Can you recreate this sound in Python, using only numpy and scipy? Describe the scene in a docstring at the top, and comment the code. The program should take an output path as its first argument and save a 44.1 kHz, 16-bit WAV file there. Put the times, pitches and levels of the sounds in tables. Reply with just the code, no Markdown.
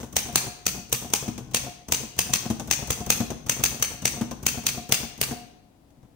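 """Furnished room, a portable typewriter on a wooden table, typed on close to a two-microphone phone.
Each key is pressed, its type bar snaps on the platen, the escapement lets go, the bar falls back and the
carriage stops with a faint steel ring; the space bar thuds down and springs up, and at the end a hand settles.
Contacts are pressure pulses, steel is chattering noise, frame and table are decaying modes that boom along."""
import sys
import numpy as np
from scipy import signal
from scipy.fft import rfft, irfft
from scipy.io import wavfile
from scipy.ndimage import uniform_filter1d

SR = 44100
rng = np.random.default_rng(int(sys.argv[2]) if len(sys.argv) > 2 else 0)


def transcribe(u):
    """Save the signal u as a 16-bit wav file named by the first command-line argument.

    u: samples, shape (n,) or (channels, n), limited to [-1, 1]; the rate is SR.
    q: integer samples, one column per channel.
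    """
    v = np.clip(np.atleast_2d(u).T, -1, 1)
    q = np.round(v * 32767).astype(np.int16)
    wavfile.write(sys.argv[1], SR, q)


N = 271215

# Event levels are drives: the layers of each event add their own trims in dB.
# Typed keys. Each row: nominal strike in seconds (the snap comes 1 ms later), snap, knock and thump in dB,
# 6 kHz ring of this bar in dB, escapement clatter in dB, press in seconds before the nominal strike,
# press in dB, carriage stop in seconds after the nominal strike, stop thump in dB, spring ring in dB.
KEYS = [(-0.064, -3, -29.5, -28, -3, -23, .034, -34, 0.095, -27, -56),
        (0.1649, -1, -30, -29, -1.9, -29.5, 0.039, -32, 0.12, -30, -41),
        (0.3564, -2.5, -53, -26.5, -1.5, -25.5, .030, -30.5, .109, -26.5, -42.5),
        (0.6645, -3.5, -27.5, -30.5, -0.7, -28.5, 0.036, -51, 0.11, -30, -49.5),
        (0.9257, -4, -23.5, -31, -3, -29.5, 0.031, -38.5, 0.12, -30, -44),
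        (1.1349, -4, -19.5, -32, 1, -28, .035, -31.5, 0.12, -34.5, -41),
        (1.5445, -3.5, -29, -30.5, 0.8, -26.5, 0.033, -35.5, 0.12, -28, -39.5),
        (1.921, -1, -23, -29, 0.3, -27, 0.038, -27.5, 0.11, -28.5, -52.5),
        (2.189, -2.5, -27, -26.5, 2, -28.5, 0.025, -37, 0.1, -28, -41),
        (2.3348, -1.5, -32, -28.5, -2.5, -25, 0.033, -31.5, 0.12, -24, -41.5),
        (2.7101, -2, -40, -33.5, 2.4, -26, 0.035, -30, 0.11, -27, -46),
        (2.9036, -5.5, -22.5, -24, 3, -31, 0.031, -25.5, 0.1, -24.5, -41),
        (3.1014, -1, -21.5, -25.5, 0, -26.5, 0.039, -25, 0.099, -30, -41),
        (3.4946, -3.5, -27, -31.5, 0, -31, 0.032, -27.5, 0.1, -23.5, -45),
        (3.6371, -2, -37.5, -30, 1.7, -25, 0.042, -43.5, .109, -28.5, -48),
        (3.8242, -4.5, -27, -40.5, 1, -30.5, 0.028, -28.5, 0.11, -33.5, -49),
        (4.0535, -3.5, -28, -26, 3, -28.5, .034, -27, 0.11, -27.5, -43.5),
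        (4.4639, -2.5, -40, -29, 0.4, -28, 0.036, -29, 0.11, -25, -40.5),
        (4.6656, -3.5, -30.5, -35.5, 0, -26.5, 0.031, -32, .108, -27.5, -41),
        (4.9213, 0, -26.5, -25.5, -2, -23.5, 0.031, -26.5, 0.11, -26, -47),
        (5.2129, -5.5, -27.5, -29.5, -4.5, -25.5, .036, -35.5, 0.098, -21, -34.5)]
# Space bar. Each row: down in seconds, thud in dB, held in seconds, spring-back in dB.
SPACES = [(1.279, -22.5, .100, -34.5), (2.501, -17.5, 0.096, -30.5), (3.203, -17.5, 0.1, -29.5),
          (4.211, -19.5, 0.1, -33)]
# The hand settling on the case. Each row: start in seconds, tick, knock and thump in dB.
HAND = [(5.905, -50, -66, -66), (5.972, -66, -69, -43), (6.03, -54, -54, -40.5), (6.048, -60, -60, -50)]
# Escapement clatter. Each row: seconds after the strike (jittered on the steel), level in dB.
CLATTER = [(0.014, 3.5), (0.021, 5.5), (.025, -2.5)]

# Modes of each part. Each row: frequency in Hz, relative level in dB, time to fall 60 dB in seconds.
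# Every blow detunes the modes and shares out their levels a little differently.
SPACE_BAR = [(115, 5, 0.11), (199, 0.5, 0.12), (228.6, 7, 0.12), (312, -5.5, 0.14)]
TABLE = [(74, 6, 0.079), (129, 6.5, 0.077), (186, -3, 0.15), (229, -8, 0.21), (283.3, -16.5, 0.16)]
SWAY = [(65.5, 0, 0.1)]  # the give of the table top
FRAME = [(445.6, -1, 0.062), (609, 0.5, 0.023), (791, -4.5, 0.075), (904, -4, 0.034), (1034, -4, 0.067),
         (1187, -5, 0.027), (1510, 0.5, 0.031)]
SEGMENT = [(2463, -4, 0.014), (2700, -0.5, 0.011), (4650, 1.5, 0.012)]
SPRING = [(711, 0, 0.36), (718, -6, 0.8), (694, -3, 0.07)]
LID = [(992, -3, 0.066), (2000, -9, 0.032), (3560, -8, 0.041)]

# Steel heard through the case. Each row: frequency in Hz, gain in dB.
CASE = [(400, -12.5), (1000, -7.5), (1900, -2), (2700, 0.5), (3800, -0.5), (4600, -3.5), (5300, -1.5),
        (14000, -0.5)]
# Room decay. Each row: frequency in Hz, time to fall 60 dB in seconds.
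ROOM = [(250, 0.83), (1000, 0.66), (4000, 0.68), (8000, 0.46), (13000, 0.4)]
# Room level. Each row: frequency in Hz, level in dB against the direct sound.
ROOM_DB = [(100, -25), (240, -9.5), (600, -6.5), (2000, -6), (6000, -5), (14000, -5.5)]
# Tone colour of each channel; the treble stops steeply near 15.8 kHz.
# Each row: frequency in Hz, gain in dB.
LEFT_TONE = [(60, 4.5), (400, 9.5), (1500, 1), (4800, 0), (5600, 4.5), (6200, 13.5), (6900, 3),
             (9500, -13.5), (12000, -11.5), (15200, -7.5), (15600, 3.5), (15900, -28.5)]
RIGHT_TONE = [(60, -2.5), (400, 6.5), (1500, -2.5), (5500, -4), (7000, -1.5), (8400, 3.5), (9800, -2.5),
              (12000, -7), (15200, -1), (15600, -19.5), (15900, -47)]
# Background spectrum shape. Each row: frequency in Hz, relative density in dB per Hz.
HUSH = [(18, -26), (30, -1.5), (64, -2), (295, -3.5), (415, -13.5), (473, -11), (760, -13), (1350, -25),
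        (16000, -36)]

HUSH_DB = -58  # RMS of each channel before its trim
EDGE_HZ = 16950  # cutoff of the final low-pass
SWAY_DB, SWAY_LEAD_S = 2, 0.011  # against the thump; the table gives as the key bottoms out
# the bar lands just before the carriage stops
FALL_LEAD_S, FALL_TICK_DB, FALL_KNOCK_DB, FALL_THUMP_DB = .029, -33, -35.5, -33.5
DOWN_TICK_DB, DOWN_KNOCK_DB, UP_TICK_DB, UP_KNOCK_DB = -2, -8, 8, 2.5  # against the thud or spring-back
# against the press; the key sinks after a bright click
PRESS_TICK_DB, PRESS_KNOCK_DB, PRESS_CLICK_DB, PRESS_SINK_S = -2, -8, -9.5, .003
# against the stop drive; the space bar shakes along
STOP_TICK_DB, STOP_KNOCK_DB, STOP_SHAKE_DB = -5, -7, -7
BAR_SPREAD_DB, BUMP_SPREAD_DB = 1.5, 1.5  # how unevenly a blow shares its energy among the modes


def strikes(steel, mix):
    """The bar scrapes into the type guide, the slug snaps, frame and table answer, the escapement clatters."""
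    for s, snap_db, knock_db, thump_db, bar_db, clatter_db, *_ in KEYS:
        s += .001
        # noise played backwards swells up to the contact
        scrape = crack(snap_db - 30.5, 0, 0.23)[:, SR // 100::-1]
        ribbon_squeeze = crack(snap_db - 15, 0, 0.0091)[:, SR // 100::-1]
        lead_s = scrape.shape[1] / SR
        add(steel, s - lead_s, scrape)
        add(steel, s - lead_s, ribbon_squeeze)

        add(mix, s, blow(snap_db - 1, .000025))
        add(mix, s, blow(knock_db + 2.5, 0.00021))
        snap = crack(snap_db - 6.5, 0.0018, 0.018, rough_db=2.5)
        add(steel, s + .0006, tinted(snap, bar_db))
        add(mix, s + .0005, ring(SEGMENT, snap_db - 16.0, 0.000091, 2.6, detune=0.029))
        bright_edge = np.diff(crack(snap_db - 8.5, 0.00043, 0.0013), 2)
        add(mix, s, bright_edge)
        add(mix, s, ring(FRAME, knock_db - 4.5, 0.004))
        add(mix, s, ring(TABLE, thump_db, 0.0013))
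        add(mix, s - SWAY_LEAD_S, ring(SWAY, thump_db + SWAY_DB, 0.0074))

        for after_s, db in CLATTER:
            jitter_s = 0.00085 * rng.standard_normal()
            chatter = crack(clatter_db + db, 0.0017, 0.045, rough_db=3.5)
            add(steel, s + after_s + jitter_s, tinted(chatter, bar_db))
            add(mix, s + after_s, ring(SEGMENT, clatter_db + db + 11.5, 0.0019, detune=0.041))


def linkage(steel, mix):
    """The finger takes up each key; then the bar falls back and the carriage stops, ringing a spring."""
    presses = [strike - lead_s for strike, *_, lead_s, _, _, _, _ in KEYS]
    touches = np.array(presses + [row[0] for row in SPACES] + [N / SR])
    for strike, *_, lead_s, press_db, travel_s, stop_db, ring_db in KEYS:
        press, stop = strike - lead_s, strike + travel_s
        click = np.diff(crack(press_db + PRESS_CLICK_DB, 0.0035, 0.02))
        add(mix, press, click)
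        knock(steel, mix, press + PRESS_SINK_S,
              press_db + PRESS_TICK_DB, press_db + PRESS_KNOCK_DB, press_db, 0.054)
        if any(strike < row[0] < stop for row in SPACES):
            continue  # a stop that falls after a space bar thud is left out, being masked

        knock(steel, mix, stop - FALL_LEAD_S, FALL_TICK_DB, FALL_KNOCK_DB, FALL_THUMP_DB, 0.26)
        knock(steel, mix, stop, stop_db + STOP_TICK_DB, stop_db + STOP_KNOCK_DB, stop_db - 3.5, .1)
        add(mix, stop, ring(SPACE_BAR, stop_db + STOP_SHAKE_DB, 0.0057))

        spring = ring(SPRING, ring_db, .004, spread_db=1, detune=.003)
        waver_db = 1.8 * np.repeat(rng.standard_normal(50), SR // 100)
        spring = uniform_filter1d(spring * gain_of(waver_db), size=15)
        free_s = touches[touches > stop + .01].min() - stop
        damped_s = np.maximum(np.arange(len(spring)) / SR - free_s, 0)
        add(mix, stop, spring * np.exp(-damped_s / 0.069))  # the next touch damps the spring


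def space_bar(steel, mix):
    """The space bar thuds down, is held and springs up, ringing its own low modes."""
    for s, down_db, held_s, up_db in SPACES:
        knock(steel, mix, s, down_db + DOWN_TICK_DB, down_db + DOWN_KNOCK_DB, down_db,
              0.081, SPACE_BAR, BAR_SPREAD_DB)
        knock(steel, mix, s + held_s, up_db + UP_TICK_DB, up_db + UP_KNOCK_DB, up_db,
              0.07, SPACE_BAR, BAR_SPREAD_DB)


def hand(steel, mix):
    """The hand settles on the case: soft knocks that also ring the lid."""
    for s, tick_db, knock_db, thump_db in HAND:
        knock(steel, mix, s, tick_db, knock_db, thump_db, 0.026)
        add(mix, s, ring(LID, knock_db - 2.0, 0.0037))


def jostle(steel, mix):
    """Levers and carriage keep bumping and rattling for a while after every strike and space."""
    busy, t = np.zeros((1, N)), np.arange(SR // 2) / SR
    moves = [row[0] for row in KEYS + SPACES] + [s + held_s for s, _, held_s, _ in SPACES]
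    for s in moves:
        add(busy, s, np.exp(-(t / 0.2) ** 2))
    size = gain_of(2.13 * np.minimum(rng.exponential(1, N), 3)) * busy
    sign, draw = rng.choice([-1, 1], N), rng.random(N)
    bumps = size * sign * (draw < 150 / SR)  # on average 150 a second
    rattles = size * sign * (draw > 1 - 120 / SR)  # on average 120 a second
    body = ring(TABLE, -48.5, 0.0017, BUMP_SPREAD_DB) + ring(FRAME, -61.0, 0.0021, BUMP_SPREAD_DB)
    add(mix, 0, gain_of(4.0) * signal.oaconvolve(bumps, body[None]))
    add(steel, 0, signal.oaconvolve(rattles, crack(-69.5, 0.00059, .012), axes=1))


def knock(steel, mix, s, tick_db, knock_db, thump_db, rattle_t60, body=TABLE, spread_db=3):
    """A soft blow inside the machine: a tick, the frame and a low body."""
    add(steel, s, crack(tick_db - 7.5, 0.00073, rattle_t60))
    add(mix, s, blow(knock_db - 5.5, 0.00015))
    add(mix, s, ring(FRAME, knock_db, 0.013, detune=0.065))
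    woody_rattle = uniform_filter1d(crack(knock_db + 2.0, 0.012, 0.075, alike=0.83), size=20)
    add(mix, s, woody_rattle)
    add(mix, s, ring(body, thump_db, 0.0035, spread_db))


def blow(db, width_s, lag_s=0.00017):
    """The bare pressure pulse of a contact: a suction and its rebound, later at the right microphone."""
    since_s = np.arange(SR // 50) / SR - np.array([[0], [lag_s]])
    u = np.maximum(since_s, 0) / width_s
    return -gain_of(db) * np.e * u * (2 - u) * np.exp(-u)


def crack(db, hold_s, t60, alike=0.31, rough_db=3):
    """Steel chatters unevenly for a moment, then dies; the two microphones see different faces of it."""
    t = np.arange(SR // 8) / SR
    common, grit, *own = rng.standard_normal((4, len(t)))
    hiss = alike * common + np.sqrt(1 - alike ** 2) * np.array(own)
    grit = uniform_filter1d(grit, size=25) * 5  # smoothed, back to unit spread
    fall_db = 60 * np.maximum(t - hold_s, 0) / t60
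    return gain_of(db + rough_db * grit - fall_db) * hiss


def ring(modes, db, contact_s, spread_db=3, detune=0.02):
    """A blow of some contact time rings the modes; each lands elsewhere and shares its energy differently."""
    hz, mode_db, t60 = np.transpose(modes)[:, :, None]
    t = np.arange(SR // 2) / SR
    share, shift, phase = rng.standard_normal((3, len(modes), 1))
    size = gain_of(mode_db + spread_db * share)
    wave = np.sin(2 * np.pi * hz * (1 + detune * shift) * t + 0.61 * phase)
    sound = (size * gain_of(-60 * t / t60) * wave).sum(0)
    onset = 1 - np.exp(-t / contact_s)
    return gain_of(db) * sound * onset / np.linalg.norm(size)


def tinted(x, db, hz=6200, sharp=4.7):
    """Lifts or lowers one band: each type bar rings differently there."""
    band = signal.lfilter(*signal.iirpeak(hz, sharp, SR), x)
    return x + (gain_of(db) - 1) * band


def room(x):
    """Sparse echoes dying by band; three random tails take turns, so that the reverberation varies."""
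    out, turn = np.zeros((2, N)), 2 * np.pi * 1.3 * np.arange(N) / SR
    for k in range(3):
        # one echo of random sign in every 20 samples
        taps = np.zeros((2, SR))
        at = np.arange(200, SR - 20, 20) + rng.integers(0, 20, (2, (SR - 201) // 20))
        np.put_along_axis(taps, at, rng.choice([-1., 1.], at.shape), 1)
        hz, t, bands = signal.stft(taps, SR, nperseg=256)
        t60 = read(ROOM, hz)[:, None]
        unit_energy = np.sqrt(20 * 6 * np.log(10) / (t60 * SR))
        fade = gain_of(read(ROOM_DB, hz)[:, None] - 60 * t / t60) * unit_energy
        tail = signal.istft(bands * fade, SR, nperseg=256)[1]
        window = np.sqrt(2 / 3) * np.cos(turn + k * np.pi / 3)
        out += signal.fftconvolve(x * window, tail, axes=1)[:, :N]
    return out


def hush():
    """The quiet room and the microphones' own noise; the bass is shared."""
    hz = np.fft.rfftfreq(N, 1 / SR)
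    common, *own = rfft(rng.standard_normal((3, N)))
    same = 1 / (1 + (hz / 600) ** 2)
    noise = same * common + np.sqrt(1 - same ** 2) * np.array(own)
    x = irfft(noise * gain_of(read(HUSH, hz)), N)
    return gain_of(HUSH_DB) * x / x.std()


def gain_of(db):
    """Decibels to a factor."""
    return 10 ** (np.asarray(db) / 20)


def read(points, hz):
    """Reads a (Hz, value) table on a log frequency axis."""
    f, value = np.transpose(points)
    return np.interp(np.log(hz + 1), np.log(f + 1), value)


def add(mix, s, sound):
    """Mixes a sound in at a time; what falls before zero is cut."""
    at = round(s * SR)
    sound = sound[..., max(-at, 0):]
    part = mix[:, max(at, 0):][:, :sound.shape[-1]]
    part += sound[..., :part.shape[1]]


def colour(points):
    """Causal (minimum-phase) response from a gain curve."""
    log_gain = np.log(gain_of(read(points, abs(np.fft.fftfreq(4096, 1 / SR)))))
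    phase = -signal.hilbert(log_gain).imag
    return np.fft.ifft(np.exp(log_gain + 1j * phase)).real[:2048]


def scene():
    """The steel parts sound through the case; then the room."""
    steel, machine = np.zeros((2, 2, N))
    strikes(steel, machine)
    linkage(steel, machine)
    space_bar(steel, machine)
    hand(steel, machine)
    jostle(steel, machine)
    machine += signal.oaconvolve(steel, colour(CASE)[None])[:, :N]
    # the travelling carriage uncovers a hollow: two bands (Hz, sharpness) grow steadily
    hollow = sum(signal.lfilter(*signal.iirpeak(hz, sharp, SR), steel)
                 for hz, sharp in [(2650, 8.2), (4650, 19.0)])
    machine += 0.7 * (np.arange(N) / N) * hollow
    return machine + room(machine)


def record(dry):
    """Tone colour of each channel, bass cut, soft overload on the snaps, background, band limit."""
    tones = np.array([colour(LEFT_TONE), colour(RIGHT_TONE)])
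    heard = signal.oaconvolve(dry, tones, axes=1)[:, :N]
    heard = signal.sosfilt(signal.butter(2, 50, "high", fs=SR, output="sos"), heard)
    heard = .9 * np.tanh(heard / .9)
    heard = heard + hush() * gain_of([[2.5], [-2.5]])  # the left channel is noisier
    band_limit = signal.firwin(511, EDGE_HZ, window=("kaiser", 9), fs=SR)
    return signal.oaconvolve(heard, band_limit[None], "same")


dry = scene()
out = record(dry)
transcribe(out)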